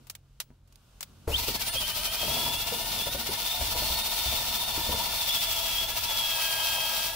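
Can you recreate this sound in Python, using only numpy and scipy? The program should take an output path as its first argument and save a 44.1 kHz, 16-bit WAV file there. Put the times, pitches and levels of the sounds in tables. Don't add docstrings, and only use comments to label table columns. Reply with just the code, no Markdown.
import sys
import numpy as np
from scipy import signal
from scipy.fft import rfft, irfft
from scipy.io import wavfile
from scipy.ndimage import uniform_filter1d

SR = 44100
rng = np.random.default_rng(int(sys.argv[2]) if len(sys.argv) > 2 else 0)


def put_to_file(sound):
    columns = np.atleast_2d(sound).T
    safe = np.clip(columns, -1, 1)
    whole_steps = np.round(safe * 32767)
    wavfile.write(sys.argv[1], SR, whole_steps.astype(np.int16))


N = 315315
TIME = np.arange(N) / SR


def undb(db):
    return 10 ** (np.asarray(db) / 20)


def unit(x):
    return x / np.sqrt(np.mean(x ** 2))


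def level_above(x, hz):
    highpass = signal.butter(4, hz, "high", fs=SR, output="sos")
    return np.std(signal.sosfilt(highpass, x))


def left_right(db):
    return undb(np.array([[db], [-db]]))


def curves(table):
    t, *columns = np.transpose(table)
    return [np.interp(TIME, t, column) for column in columns]


def along(points):
    hz, value = np.transpose(points)
    bins_hz = np.arange(N // 2 + 1) * SR / N
    return np.interp(np.log(bins_hz + 1), np.log(hz), value)


def colour(x, points):
    return irfft(rfft(x) * undb(along(points)), N)


def ring(x, modes):
    total = 0
    for k, (hz, width, db) in enumerate(modes):
        mode = signal.lfilter(*signal.iirpeak(hz, hz / width, SR), x) / np.sqrt(width)
        total = total + (-1) ** k * undb(db) * mode
    return total


def walk(rate):
    k = int(SR / rate)
    held = np.repeat(rng.standard_normal(N // k + 1), k)
    return 1.304 * uniform_filter1d(uniform_filter1d(held, k), k)[:N]


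# f/Hz, likeness [0-1]
LIKENESS = [(60, 0.93), (130, 0.86), (300, 0.83), (640, 0.8), (1400, 0.68), (3100, 0.28), (7000, 0.03)]


def pair():
    alike = np.clip(along(LIKENESS), 0, 1)
    mid, side = rfft(rng.standard_normal((2, N)))
    mid, side = mid * np.sqrt(1 + alike), side * np.sqrt(1 - alike)
    return unit(irfft(np.array([mid + side, mid - side]), N))


# f/Hz, relative level/dB per Hz
AIR_COLOUR = [(190, 2), (330, -13), (420, -8.5), (900, -9), (1430, -7.5), (1900, -18), (2900, -10),
              (5660, -14), (16000, -21)]
# t/s, hiss level/dB (above 300 Hz), hand scrape level/dB
AIR_LEVELS = [(0, -66, -57), (.12, -63.5, -80), (.22, -74.5, -89), (.45, -71, -76), (.52, -71, -70),
              (.63, -75.5, -83), (.72, -67, -71), (.95, -64, -85), (1.06, -62, -71), (1.12, -62.5, -60),
              (1.25, -62, -61), (1.35, -58, -70)]
# f/Hz, width/Hz, level/dB
RUMBLE = [(45.3, 10, -61), (88.2, 5.5, -65)]
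DRONE_HZ, DRONE_DB = 134.3, -65


def outdoors():
    air = colour(pair(), AIR_COLOUR)
    air = air / level_above(air, 300)
    rumble = sum(undb(db) * unit(ring(rng.standard_normal(N), [(hz, width, 0)]))
                 for hz, width, db in RUMBLE)
    drone_phase = 2 * np.pi * np.cumsum(DRONE_HZ + 2.53 * walk(5)) / SR
    drone = np.sqrt(2) * undb(DRONE_DB + 1.5 * walk(8)) * np.sin(drone_phase)
    hiss_db, scrape_db = curves(AIR_LEVELS)
    scrape_mode = [(204.6, 150, 0)]
    scrape = unit(ring(ring(pair(), scrape_mode), scrape_mode)) * undb(scrape_db)
    return air * undb(hiss_db + 1.2 * walk(8.9)) + scrape + rumble + drone


# t/s, nominal peak level/dB, brightest f/Hz,
# 60 dB decay/s (held to 0.06 s at most), left minus right/dB
TOOL_CLICKS = [(0.069, -43, 1170, 0.14, 7), (0.098, -24, 5740, 0.045, 1), (0.151, -31, 3020, 0.035, -1.5),
               (0.401, -20, 3780, 0.072, -0.5), (0.675, -57, 780, 0.26, -1.0),
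               (0.724, -47, 5250, 0.035, 0.5), (0.757, -42, 4490, 0.019, -7), (1.007, -24, 5700, 0.042, 4),
               (1.028, -22.5, 3560, 0.038, 1.5)]


def clicks():
    out, t = np.zeros((2, N)), TIME[:SR // 8]
    for start, db, hz, t60, pan_db in TOOL_CLICKS:
        noise = rng.standard_normal((3, len(t)))
        shared = noise[:2] + 0.53 * noise[2]
        crack = signal.lfilter(*signal.butter(2, 700, "high", fs=SR), shared)
        crack = unit(crack + 0.87 * signal.lfilter(*signal.iirpeak(hz, 1.5, SR), crack))
        attack = 1 - np.exp(-t / 0.00027)
        tail = np.exp(-np.log(1000) * t / min(t60, .06)) * attack
        i = int(start * SR)
        out[:, i:i + len(t)] += undb(db - 5.5) * left_right(pan_db / 2) * crack * tail
    return out


# t/s, blow level/dB, ring f/Hz, thump level/dB (lifted 8 dB in the thump itself)
BLOWS = [(0.501, -42.5, 218, -72), (1.275, -18.5, 427, -32), (1.299, -28, 573, -31), (1.345, -44, 500, -39),
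         (1.481, -22.5, 424, -54), (1.753, -31, 554, -48), (2.228, -23.5, 662, -48), (2.278, -26, 651, -43),
         (2.365, -26, 662, -57), (2.453, -35, 670, -45.5), (2.72, -24, 473, -53), (3.067, -26, 566, -45),
         (3.145, -26, 560, -45), (3.288, -26, 404, -47), (3.609, -27.5, 662, -37.5),
         (3.751, -29.5, 510, -43), (3.819, -27.5, 630, -44), (3.903, -31, 655, -38), (4.258, -32, 697, -37),
         (4.322, -27, 680, -48), (4.479, -39, 153, -48), (4.775, -27, 338, -41), (4.889, -24.5, 536, -37),
         (4.937, -28, 462, -45)]
# f/Hz, width/Hz, relative level/dB
LID_MODES = [(546, 96, -6), (665.7, 33.4, 0), (882, 36, -0.5), (917, 14, 2), (953, 89, 8), (976.4, 25, 5.5)]
# f/Hz, width/Hz, relative level/dB
RATTLE_MODES = [(127, 26, -0.5), (224, 36, 2), (318, 48, -2), (454, 58, -1)]


def knocks():
    out, blows, t = np.zeros(N + SR), np.zeros(N), TIME[:SR // 5]
    for (start, db, hz, thump_db), chance in zip(BLOWS, rng.random((len(BLOWS), 2))):
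        i = int(start * SR)
        out[i:i + len(t)] += undb(thump_db + 8) * np.sin(2 * np.pi * 65 * t) * np.exp(-t / 0.033)
        short_ring = np.sin(2 * np.pi * hz * t) * np.exp(-t / 0.0043)
        hits = ((.003, 0), (0.00906 + 0.00388 * chance[0], -5), (0.018 + 0.0059 * chance[1], -9))
        for late, change_db in hits:
            j = i + int(late * SR)
            out[j:j + len(t)] += undb(db + change_db) * short_ring
            blows[j:j + 24] = undb(db + change_db) * np.hanning(24)
    sheet_ring = undb(15) * ring(blows, RATTLE_MODES + LID_MODES)
    return (out[:N] + sheet_ring - undb(-5) * blows) * left_right(.8)


# t/s, lid drone level/dB, floor pan shake level/dB, rattle level/dB
STEADY_PRESS = [(1.3, -47, -48, -55), (1.9, -48, -46, -54), (2.18, -45, -48, -53), (2.3, -42, -49, -45),
                (2.47, -38, -50, -42), (2.6, -45, -45, -52), (3.0, -43, -47, -46), (3.12, -49, -49, -51),
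                (3.4, -42, -50, -55), (3.56, -45, -49, -54), (3.68, -41, -43, -49), (3.95, -42, -46, -52),
                (4.2, -43, -50, -54), (5.0, -40, -45, -49), (5.3, -43.5, -49, -56),
                (5.95, -43.5, -46.5, -54), (6.3, -41, -51, -60), (6.7, -39, -52, -58),
                (6.95, -41.5, -55, -58), (7.15, -45, -48, -55)]
AFTER_LEVEL = [-20, -1, -18]
AFTER_TIME = [.05, .09, .07]


def load():
    levels = []
    columns = (1, 3, 1)
    for steady_db, column, more_db, dies_s in zip(curves(STEADY_PRESS), columns, AFTER_LEVEL, AFTER_TIME):
        after = 0
        for row in BLOWS:
            since = TIME - row[0]
            dying = np.exp(-2 * np.maximum(since, 0) / dies_s) * (since > 0)
            after = after + undb(row[column] + more_db) ** 2 * dying
        power = undb(steady_db) ** 2 + uniform_filter1d(after, size=SR // 50)
        levels.append(10 * np.log10(power))
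    return levels


# f/Hz, relative level/dB per Hz
PAN_COLOUR = [(15, -11), (40, 6), (75, -2.5), (110, 0), (160, -29.5)]
# t/s, f/Hz, level/dB
LID_SQUEAL = [(5.6, 1690, -70), (5.8, 1691, -62), (6.2, 1653, -66), (6.32, 1640, -47), (6.6, 1630, -42.5),
              (6.9, 1638, -46.5), (7.05, 1630, -48), (7.15, 1680, -56)]


def sheet(turns, bite_db, lid_db, pan_db, rattle_db):
    push = np.cos(2 * np.pi * turns) * bite_db
    jolts = unit(undb(1.93 * rng.exponential(size=N // 100 + 1).repeat(100)[:N]))
    lid = unit(ring(pair(), LID_MODES)) * undb(lid_db + 1.0 * push + 1.1 * walk(30))
    rattle = unit(ring(pair() * jolts, RATTLE_MODES)) * undb(rattle_db + .7 * push)
    pan = unit(colour(rng.standard_normal(N), PAN_COLOUR)) * undb(pan_db + 0.15 * push)
    hz, db = curves(LID_SQUEAL)
    squeal_phase = 2 * np.pi * np.cumsum(hz + 8 * walk(50)) / SR
    squeal = np.sqrt(2) * undb(db + 1.96 * walk(40)) * np.sin(squeal_phase)
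    return lid + rattle + squeal * (TIME > LID_SQUEAL[0][0]), pan


# t/s, electrical f/Hz, level/dB of its fifth multiple, level/dB of its fourth
MOTOR_RUN = [(1.31, 473, -42, -59), (1.35, 635, -27, -49), (1.42, 1010, -53, -57), (1.47, 1000, -51, -59),
             (1.65, 761, -50, -48), (1.73, 685, -46, -44), (1.77, 645, -34, -46), (1.9, 615, -42, -51),
             (2.15, 626, -38, -48), (2.35, 670, -33.5, -49), (2.65, 693, -37, -43), (2.85, 724, -45, -48),
             (2.97, 719, -42, -49), (3.01, 686, -30, -49), (3.15, 740, -46, -54), (3.42, 710, -40, -50),
             (3.57, 722, -37, -48), (3.66, 700, -42, -57), (4.02, 732, -38, -52), (4.45, 716, -38, -53),
             (4.65, 726, -37, -56), (4.8, 702, -38, -52), (4.9, 720, -40, -53), (5.0, 700, -37, -55),
             (5.17, 716, -38, -48), (5.4, 682, -32, -48), (5.6, 668, -38, -45), (5.76, 660, -35, -46),
             (5.88, 680, -39, -48), (6.04, 680, -41, -54), (6.14, 673, -33, -54), (6.25, 662, -32, -42.5),
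             (6.38, 647, -37, -41), (6.6, 637, -36, -42), (6.85, 644, -34, -39), (7.05, 645, -41, -47),
             (7.15, 663, -45, -48)]
# deepest bite t/s, spread/s, bite level/dB
WOBBLE_SPELLS = [(1.394, .03, 3), (1.484, .03, 5), (1.556, .04, 5.5), (1.68, .05, 5.5), (1.82, .07, 3.5),
                 (1.975, .07, 4.2), (2.142, .07, 3.3), (2.611, .09, 3.3), (2.8, .05, 1.7), (3.069, .06, 3),
                 (3.272, .11, 4.2), (3.621, .04, 2), (3.717, .07, 2.3), (4.059, .12, 2.3), (4.481, .1, 2.2),
                 (4.694, .07, 2.5), (4.927, .1, 2.2), (5.355, .11, 3.5), (5.584, .07, 1.8), (5.902, .08, 3),
                 (6.044, .08, 2.3), (6.593, .15, 1)]
GEAR_RATIO = 48


def wobble():
    turns = np.cumsum(curves(MOTOR_RUN)[0]) / SR / GEAR_RATIO
    bite = 0
    for deepest, spread, db in WOBBLE_SPELLS:
        swell = -.5 * ((TIME - deepest) / spread) ** 2
        turned = turns - np.interp(deepest, TIME, turns)
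        bite = bite + db * np.exp(swell + 2j * np.pi * turned)
    return np.angle(bite) / (2 * np.pi), np.abs(bite)


# t/s, level/dB
HOUSING_LEVEL = [(1.3, -55), (1.4, -46), (3.1, -51), (3.3, -45), (3.6, -52), (3.8, -38), (4.1, -42),
                 (5.2, -42), (5.4, -62)]
# f/Hz, width/Hz, relative level/dB
HOUSING_MODE = [(4364, 42, 0)]


def housing_ring():
    return unit(ring(pair(), HOUSING_MODE)) * undb(curves(HOUSING_LEVEL)[0])


STRONG_MULTIPLES = [5, 4]
# multiple, level/dB
WEAK_MULTIPLES = [(1, -54), (2, -53), (2.5, -53), (3, -56), (6, -60)]
# t/s, share of power [0-1]
CHATTER_SHARE = [(1.3, .85), (1.6, .6), (2.2, .45), (2.4, .25), (3.1, .3), (3.4, .65), (5.2, .65),
                 (5.5, .5), (6.1, .4), (6.4, .2), (7.15, .2)]
# t/s, lower level/dB, upper level/dB
SWITCH_LEVELS = [(1.45, -64, -75), (1.7, -37.5, -54), (1.9, -44, -53), (2.1, -46.5, -50), (3, -46, -48.5),
                 (5.2, -47.5, -50), (5.6, -55.5, -56), (6.4, -47, -49), (7.15, -48, -51)]
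SWITCH_HZ = 10000


def motor(turns, bite_db):
    hz, *dbs = curves(MOTOR_RUN)
    rough, = curves(CHATTER_SHARE)
    brake = .008 * bite_db * np.sin(2 * np.pi * turns + .25)
    hz = hz * (1 - brake + .008 * rough * walk(70))
    phase = 2 * np.pi * np.cumsum(hz) / SR
    load_db = 0.3 * bite_db * np.cos(2 * np.pi * turns - 1.2)
    whine = 0
    for k, db in list(zip(STRONG_MULTIPLES, dbs)) + WEAK_MULTIPLES:
        chatter = (walk(80 * k) + 1j * walk(80 * k)) / np.sqrt(2)
        chatter = np.array([chatter, chatter[::-1]])
        tone = (np.sqrt(1 - rough) + np.sqrt(rough) * chatter) * np.exp(1j * k * phase)
        flicker_db = 3.67 * np.sqrt(rough) * walk(30)
        whine = whine + undb(db + load_db + flicker_db) * tone.imag
    for sign, db in zip((-1, 1), curves(SWITCH_LEVELS)):
        split = 2 * np.pi * SWITCH_HZ * TIME + sign * phase + 0.54 * walk(150)
        split = split - np.array([[0], [np.pi / 2]])
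        whine = whine + undb(db + 3.0 * walk(40)) * np.sin(split)
    return np.sqrt(2) * whine * np.clip((TIME - 1.3) / .03, 0, 1)


# t/s, level/dB (steel colour above 4500 Hz)
BRISTLE_HISS = [(1.268, -70), (1.285, -48), (1.31, -41), (1.39, -29.5), (1.7, -30.5), (2.1, -29.5),
                (2.4, -30), (2.8, -31.5), (3.0, -30.5), (3.16, -32.5), (3.4, -30), (3.8, -29), (4.1, -30),
                (4.3, -29.5), (4.65, -30.5), (5.1, -30.5), (5.35, -27.5), (5.7, -29), (5.85, -31.5),
                (6.02, -29), (6.15, -30.5), (6.3, -29), (7.07, -29.7), (7.15, -38)]
# f/Hz, relative level/dB per Hz
STEEL_COLOUR = [(500, -28), (1100, -20), (1600, -23), (2300, -10), (2700, -6), (3400, -11.5), (4400, -6.5),
                (5900, -8), (6600, -14.5), (7500, -11), (8700, -16.5), (9600, -12), (12700, -14),
                (13500, -7.5), (15400, -9)]
# f/Hz, width/Hz, relative level/dB
STEEL_RINGS = [(1320, 130, -11.5), (2570, 80, -14.5), (3450, 650, -2)]
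DIP_SHARE = .6


def brush(turns, bite_db):
    hiss_db = curves(BRISTLE_HISS)[0] - DIP_SHARE * bite_db
    scratches_db = 1.0 * rng.exponential(size=N // 40 + 1).repeat(40)[:N]
    grit = undb(scratches_db + 1.0 * walk(60) + 0.26 * walk(25))
    tips = pair() * unit(grit)
    steel = colour(tips, STEEL_COLOUR)
    steel = steel / level_above(steel, 4500)
    steel = steel + undb(-12.5) * unit(ring(tips, STEEL_RINGS))
    return steel * undb(hiss_db + bite_db * np.cos(2 * np.pi * turns))


def scene():
    background = outdoors() + clicks() + knocks()
    turns, bite_db = wobble()
    lid, pan = sheet(turns, bite_db, *load())
    tool = housing_ring() + motor(turns, bite_db) + brush(turns, bite_db)
    running = np.clip((TIME - 1.272) / 0.0074, 0, 1)
    return ((tool + lid) * left_right(2 / 2) + pan) * running + background


# f/Hz, lead of the left port [radians, negative is late]
PORT_LEAD = [(90, 0), (200, -.45), (950, -.6), (1700, -.6), (2600, 0)]
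TOP_HZ = 15730


def record(dry):
    tilt = undb(along([(200, -0.22), (330, -1.2), (600, 3.6), (1200, 1.0),
                       (4000, -0.65), (9000, -1.3), (14000, 1.5)]))
    tilt = tilt * np.exp(.5j * along(PORT_LEAD))
    ports = irfft(rfft(dry) * np.array([tilt, 1 / tilt]), N)
    return signal.sosfilt(signal.ellip(16, .3, 75, TOP_HZ, fs=SR, output="sos"), ports)


dry = scene()
out = record(dry)
put_to_file(out)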